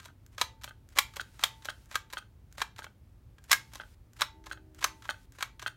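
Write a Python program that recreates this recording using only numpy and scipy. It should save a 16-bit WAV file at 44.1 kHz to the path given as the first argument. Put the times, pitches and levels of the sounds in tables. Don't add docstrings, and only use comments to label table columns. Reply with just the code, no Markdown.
import sys
import numpy as np
from scipy import signal
from scipy.fft import rfft, irfft, next_fast_len
from scipy.io import wavfile
from scipy.ndimage import uniform_filter1d, minimum_filter1d

SR = 44100
rng = np.random.default_rng(int(sys.argv[2]) if len(sys.argv) > 2 else 0)


def unload_wav(signal):
    wavfile.write(
        sys.argv[1],
        SR,
        np.round(np.clip(np.atleast_2d(signal).T, -1, 1) * 32767).astype(np.int16),
    )


N = 254057
TIME = np.arange(N) / SR
HIT_TIME = np.arange(4096) / SR

# start in seconds, level, treble and bass in dB, chatter
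# in seconds, favoured resonance in Hz, its relative level in dB, spring twang in dB.
TRIGGER_SNAPS = [(0.4135, -18.5, -4, -2.5, 0.0012, 1505, -16, -60.5),
                 (0.9859, -13, 5, -0.5, 0.0039, 2156, -1.5, -61.5),
                 (1.437, -16, 3, -1, 0.0021, 3660, -4, -57),
                 (1.9545, -21.5, -0.5, -1.5, 0.003, 1236, 0, -65),
                 (2.6161, -22, -7, 0, 0.0048, 1059, -11.5, -72),
                 (3.5148, -13.5, 8, -3.5, 0.0045, 1943, -5.5, -64),
                 (3.5285, -13.5, 5.5, -0.5, .002, 2160, -3, -77.5),
                 (4.2171, -18, -4.5, -6.5, 0.0019, 1151, -7.5, -57.5),
                 (4.842, -17.5, 2, 1, 0.0021, 1114, -13.5, -58),
                 (5.4256, -24.5, -1, -4, 0.00094, 1254, -18, -67.5)]
# start and length in seconds, then the levels in dB of the
TRIGGER_SWINGS = [(0.381, 0.048, -49, -41, -34), (0.9606, 0.023, -48, -43, -36),
                  (1.3933, 0.05, -53, -42, -37.5), (1.913, 0.046, -52, -42.5, -39),
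                  (2.581, 0.038, -49, -39, -38.5), (3.4952, .0305, -46, -47, -25),
                  (4.193, 0.021, -53, -50.5, -40), (4.814, 0.028, -47.5, -44.5, -33),
                  (5.386, .037, -52.5, -45, -35)]
# frequency in Hz, relative level in dB, 60 dB decay in seconds.
HOUSING_MODES = [(569.3, -13.5, 0.05), (896, -7, 0.019), (1028, -4.5, 0.04), (1120, -12, 0.022),
                 (1274, 0.5, 0.048), (1296, 5, 0.0083), (1619.6, -0.5, 0.072), (1960, 1.5, 0.012),
                 (2270, -5, 0.035), (2346, -5.5, 0.035), (3300, 0.5, .022), (3600, -3.5, 0.0077),
                 (3890, 4, 0.012), (3995, -3, 0.021), (4438, -9, 0.015), (5340, -8, 0.022),
                 (6120, -0.5, 0.015), (6930, -5, 0.016), (7000, -8.5, 0.02)]
# frequency in Hz, gain in dB.
CRACK_SPECTRUM = [(140, -29.5), (290, -14.5), (430, -14), (700, -8), (1050, 2), (2200, -2), (2900, -4),
                  (3900, -2.5), (5000, -8), (7100, -7.5), (10300, -16), (12300, -13), (15500, -24)]


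def undb(db):
    return 10 ** (np.asarray(db) / 20)


def unit(x):
    return x / np.sqrt(np.mean(x ** 2))


def unit_blow(x):
    return x / np.sqrt(np.sum(x ** 2) / (.004 * SR))


def add(out, start_s, x):
    i = max(0, int(start_s * SR))
    out[i:i + len(x)] += x[:max(0, N - i)]


def colour(x, points):
    size = 2 * next_fast_len(len(x))
    hz, db = np.transpose(points)
    bin_hz = np.arange(size // 2 + 1) * SR / size
    gain_db = np.interp(np.log(bin_hz + 1), np.log(hz), db)
    cepstrum = irfft(np.log(undb(gain_db)))
    cepstrum[1:size // 2] *= 2
    cepstrum[size // 2 + 1:] = 0
    return irfft(rfft(x, size) * np.exp(rfft(cepstrum)))[:len(x)]


def whiten(x, width_hz=350):
    power = uniform_filter1d(np.abs(rfft(x)) ** 2, max(1, int(width_hz * len(x) / SR)))
    hz = np.arange(len(power)) * SR / len(x) + 1
    return colour(x, np.column_stack([hz, -10 * np.log10(np.abs(power) + 1e-12)]))


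def hardness(x, treble_db, bass_db):
    treble = [(4000, treble_db * 0.42), (8000, treble_db * 0.65), (12000, treble_db)]
    return colour(x, [(550, bass_db), (1400, 0)] + treble)


def ring(modes, t, scatter_db, detune=0.011):
    out = 0
    for k, (hz, db, t60) in enumerate(modes):
        amplitude = (-1) ** k * undb(db + scatter_db * rng.standard_normal())
        mode_hz = hz * (1 + detune * rng.standard_normal())
        out += amplitude * np.exp(-np.log(1000) * t / t60) * np.sin(2 * np.pi * mode_hz * t)
    return out


def background(rumble_db=-56, tone_db=-63, tone_start_s=4.32, tone_end_s=5.046):
    # frequency in Hz, gain in dB.
    shop_spectrum = [(20, -34.5), (32, -15.5), (42, -2), (66, 0), (85, -5), (112, -1), (150, -14.5),
                     (300, -20), (500, -28.5), (1000, -34.5), (3000, -43), (8000, -49), (16000, -48)]
    # frequency in Hz, relative level in dB.
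    partials = [(317.6, 7.5), (387.6, 3.5), (635, -4.5), (775, -11)]
    rumble = undb(rumble_db) * unit(colour(rng.standard_normal(N), shop_spectrum))
    drift = unit(uniform_filter1d(rng.standard_normal(N), SR // 10))
    wavering_time = TIME + 0.01 * np.cumsum(drift) / SR
    tone = unit(sum(undb(db) * np.sin(2 * np.pi * hz * wavering_time) for hz, db in partials))
    rise, fall = (TIME - tone_start_s) / 0.035, (tone_end_s - TIME) / 0.11
    return rumble + undb(tone_db) * np.clip(np.minimum(rise, fall), 0, 1) * tone


def gated_hiss(x, hiss_db=-69, threshold_db=-34, knee_db=.5, hold_s=.41):
    # frequency in Hz, gain in dB.
    hiss_spectrum = [(200, -10), (1500, 3), (4000, 2), (7000, -0.5), (11000, -3), (16000, -8.5)]
    treble = signal.sosfilt(signal.butter(4, [8000, 15000], "band", fs=SR, output="sos"), x)
    level_db = 10 * np.log10(np.abs(uniform_filter1d(treble ** 2, SR // 100)) + 1e-12)
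    hold = int(hold_s * SR)
    held_db = -minimum_filter1d(-level_db, hold, origin=(hold - 1) // 2)
    opening = .5 + .5 * np.tanh((held_db - threshold_db) / knee_db)
    return undb(hiss_db) * unit(colour(rng.standard_normal(N), hiss_spectrum)) * opening


def echoes(early_db=-14, early_s=0.01, tail_db=-16):
    # frequency in Hz, relative level in dB, 60 dB decay in seconds.
    reverberation = [(200, -5, 0.84), (610, 0.5, 0.28), (1309, 0.5, 0.2), (2200, 1.5, 0.24),
                     (4150, -1.5, 0.25), (7500, 2, 0.2), (12030, 3, 0.15), (16100, 9, 0.14)]
    hz, db, t60 = np.transpose(reverberation)
    t = TIME[:SR // 3]
    edges_hz = np.geomspace(100, 18000, 13)
    noise, bin_hz = rfft(rng.standard_normal(len(t))), np.fft.rfftfreq(len(t), 1 / SR)
    tail = 0
    for low, high in zip(edges_hz, edges_hz[1:]):
        band = irfft(noise * (bin_hz >= low) * (bin_hz < high), len(t))
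        log_centre = np.log(low * high) / 2
        gain = undb(np.interp(log_centre, np.log(hz), db))
        decay_s = np.interp(log_centre, np.log(hz), t60)
        tail += band * gain * np.exp(-np.log(1000) * t / decay_s)
    tail *= np.clip((t - .006) / 0.012, 0, 1)
    scatter = rng.standard_normal(len(t)) * (t > .003) * np.exp(-t / early_s)
    early = colour(scatter, [(300, -2), (1500, 0), (5000, -3.5), (14000, -3.5)])
    return undb(early_db) * early / np.linalg.norm(early) + undb(tail_db) * tail / np.linalg.norm(tail)


def room(x, positions=20):
    out = x.copy()
    for part in np.array_split(np.arange(N), positions):
        add(out, part[0] / SR, signal.fftconvolve(x[part], echoes()))
    return out


def hand(rub_db=-68, flutter_db=5, lead_s=.03, width_s=0.029):
    # frequency in Hz, gain in dB.
    skin_spectrum = [(200, -15), (1500, 10.5), (4000, 1), (7000, 1.5), (11000, -4), (16000, -10.5)]
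    opening = sum(np.exp(-((TIME - start + lead_s) / width_s) ** 2) for start, *_ in TRIGGER_SWINGS)
    flutter = unit(uniform_filter1d(rng.standard_normal(N), SR // 70))
    rub = unit(colour(rng.standard_normal(N), skin_spectrum))
    return rub * opening * undb(rub_db + flutter_db * flutter)


def spring():
    # frequency in Hz, relative level in dB, 60 dB decay in seconds.
    steel_modes = [(890, 4, 1), (780, -9.5, .5), (1360, 3.5, 0.19), (1980, 8, 0.33), (2340, 2.5, .24),
                   (4322, 2.5, 0.091), (4443, -0.5, 0.14)]
    out = np.zeros(N)
    for start, *_, twang_db in TRIGGER_SNAPS:
        add(out, start, undb(twang_db) * ring(steel_modes, TIME[:SR], scatter_db=1, detune=0.001))
    return out


def tick(db, fade_s=.0015):
    # frequency in Hz, gain in dB.
    tick_spectrum = [(400, -19), (1100, -10), (1550, 6), (2200, -4.5), (5000, -3), (7000, 3.5),
                     (9500, -7.5), (13000, -5.5), (16000, -7)]
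    burst = whiten(rng.standard_normal(len(HIT_TIME)) * np.exp(-HIT_TIME / fade_s))
    return undb(db) * unit_blow(colour(burst, tick_spectrum))


def crack(chatter_s, fade_s):
    envelope = np.exp(-np.maximum(HIT_TIME - chatter_s, 0) / fade_s) * (1 - np.exp(-HIT_TIME / 0.00015))
    burst = whiten(rng.standard_normal(len(HIT_TIME)) * envelope)
    return unit_blow(colour(burst, CRACK_SPECTRUM))


def knock(db, treble_db, bass_db):
    contact = crack(chatter_s=.002, fade_s=0.0031)
    shell = unit_blow(ring(HOUSING_MODES, HIT_TIME, scatter_db=3.5))
    return undb(db) * unit_blow(hardness(contact + undb(-3.5) * shell, treble_db, bass_db))


def plate_tap(db, treble_db):
    # frequency in Hz, relative level in dB, 60 dB decay in seconds.
    plate_modes = [(340, -19, .025), (593, -14, 0.037), (875, -16.5, 0.066), (1232, -12.5, 0.056),
                   (1525, 4, 0.024), (2070, -11.5, 0.018), (2610, -15.5, 0.062), (3170, -5, 0.034),
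                   (3660, -8.5, 0.0059), (4270, -16.5, 0.029)]
    damping = np.exp(-(HIT_TIME / 0.015) ** 2)
    attack = 1 - np.exp(-HIT_TIME / 0.00018)
    tap = unit_blow(ring(plate_modes, HIT_TIME, scatter_db=2.5) * damping) * attack
    contact = undb(-17) * crack(chatter_s=0.0011, fade_s=0.0028)
    return undb(db) * unit_blow(hardness(tap + contact, treble_db, bass_db=-0.53))


def loose_parts():
    # start in seconds, level in dB.
    ticks = [(0.264, -56), (.889, -57.5), (1.858, -61), (2.5258, -53.5), (3.4407, -55), (4.1336, -58),
             (4.747, -56.5), (5.322, -56.5)]
    # start in seconds, level in dB, treble in dB.
    stray_knocks = [(.381, -37, -1.5), (0.9751, -30, -2), (2.8425, -39.5, -3.5), (3.383, -54.5, -4.5),
                    (3.7348, -45, 8), (4.2087, -28, 5.5), (4.2236, -34.5, -3)]
    # start in seconds, level in dB.
    settling_taps = [(0.7087, -45.5), (2.225, -51.5), (2.8661, -44), (3.8352, -48), (4.574, -49),
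                     (5.143, -49)]
    out = np.zeros(N)
    for start, db in ticks:
        add(out, start, tick(db))
    for start, db, treble_db in stray_knocks:
        add(out, start, knock(db, treble_db, bass_db=7))
    for start, db in settling_taps:
        add(out, start, plate_tap(db, treble_db=-23))
    return out


def friction(length_s, treble_db, spectrum, slips_per_s, spread_db, onset_s):
    size = 2 * len(HIT_TIME)
    t = np.arange(size) / SR
    slips = (rng.random(size) < slips_per_s / SR) * rng.choice([-1, 1], size)
    strength = undb(spread_db * rng.standard_normal(size))
    envelope = (t < length_s) * (1 - np.exp(-t / onset_s))
    rasp = hardness(colour(slips * strength * envelope, spectrum), treble_db, bass_db=-1.5)
    return unit(rasp) * np.sqrt(length_s / t[-1])


def squeezes(scrape_db=-61.5):
    # start in seconds, slack knock in dB, grip delay in seconds, grip level and treble in dB,
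    # catch delay in seconds, catch level and treble in dB.
    strokes = [(.0, -47, 0.056, -44.5, 4.5, .0871, -51.5, -35),
               (.6132, -55, 0.029, -35.5, 6.5, 0.064, -42.5, 1),
               (1.1368, -50, 0.03, -35, 3.5, 0.06, -29.5, -7),
               (1.6224, -53.5, 0.032, -36.5, 7, 0.064, -28.5, -9.5),
               (2.1015, -51, 0.032, -35, 4, 0.069, -31.5, -6.5),
               (2.7619, -51.5, 0.028, -37.5, -3, 0.059, -43, -2.5),
               (3.7182, -60, 0.037, -40, 4, 0.081, -36, -25.5),
               (4.44, -57, 0.027, -42, -4.5, .0731, -32.5, -7),
               (5.022, -48.5, 0.031, -43.5, -8, 0.069, -25.5, -9.5),
               (5.5951, -42, 0.03, -37.5, -4, 0.067, -26, -7.5)]
    # frequency in Hz, gain in dB.
    edge_spectrum = [(300, -12.5), (800, -6.5), (1550, 0.5), (2400, -7.5), (3300, 0.5), (3750, -2),
                     (4400, 1), (5300, -9.5), (6800, -3.5), (7600, -18), (8500, -4.5), (11000, -16.5),
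                     (15500, -16)]
    touch_lead_s, judder_delay_s, seat_delay_s = .0066, .0055, .016
    out = np.zeros(N)
    for start, slack_db, grip_s, grip_db, grip_treble_db, catch_s, catch_db, catch_treble_db in strokes:
        scrape = friction(catch_s, treble_db=0.5, spectrum=CRACK_SPECTRUM,
                          slips_per_s=1600, spread_db=6.5, onset_s=0.007)
        judder = friction(length_s=.014, treble_db=catch_treble_db + 2, spectrum=edge_spectrum,
                          slips_per_s=3700, spread_db=0.5, onset_s=0.0015)
        grip_at, catch_at = start + grip_s, start + catch_s
        add(out, start, knock(slack_db, treble_db=-4.5, bass_db=-12))
        add(out, start, undb(scrape_db) * scrape)
        add(out, grip_at - touch_lead_s, knock(grip_db - 7, grip_treble_db + 2, bass_db=-9.5))
        add(out, grip_at, knock(grip_db, grip_treble_db, bass_db=11.5))
        add(out, catch_at, plate_tap(catch_db, catch_treble_db))
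        add(out, catch_at + judder_delay_s, undb(catch_db - 12.5) * judder)
        add(out, catch_at + seat_delay_s, plate_tap(catch_db - 11, catch_treble_db))
    return out


def releases(slip_lead_s=0.0097, knock_lead_s=.0155):
    out = np.zeros(N)
    for start, length_s, scrape_db, leave_db, near_stop_db in TRIGGER_SWINGS:
        scrape = friction(length_s + slip_lead_s, treble_db=1.5, spectrum=CRACK_SPECTRUM,
                          slips_per_s=1300, spread_db=3.5, onset_s=0.018)
        add(out, start - slip_lead_s, undb(scrape_db) * scrape)
        add(out, start, knock(leave_db, treble_db=-3.5, bass_db=8.5))
        add(out, start + length_s - knock_lead_s, knock(near_stop_db, treble_db=-13, bass_db=-2))
    return out


def snaps():
    out = np.zeros(N)
    swell = (1 - np.exp(-HIT_TIME / 0.0036)) * np.exp(-(HIT_TIME / 0.0081) ** 2)
    for start, db, treble_db, bass_db, chatter_s, favoured_hz, favoured_db, _ in TRIGGER_SNAPS:
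        shell = unit_blow(ring(HOUSING_MODES, HIT_TIME, scatter_db=5.5) * swell)
        favoured = unit_blow(ring([(favoured_hz, 0, .028)], HIT_TIME, scatter_db=0) * swell)
        blow = hardness(crack(chatter_s, fade_s=0.0038) + undb(-2) * shell, treble_db, bass_db)
        add(out, start, undb(db) * unit_blow(blow + undb(favoured_db) * favoured))
    return out


def scene():
    clamp = snaps() + releases() + squeezes() + loose_parts()
    return (room(clamp) + spring() + hand() + background())[None]


def record(dry, cutoff_hz=15900):
    low_pass = signal.ellip(10, .2, 70, cutoff_hz, fs=SR, output="sos")
    return signal.sosfilt(low_pass, dry + gated_hiss(dry[0]))


dry = scene()
out = record(dry)
unload_wav(out)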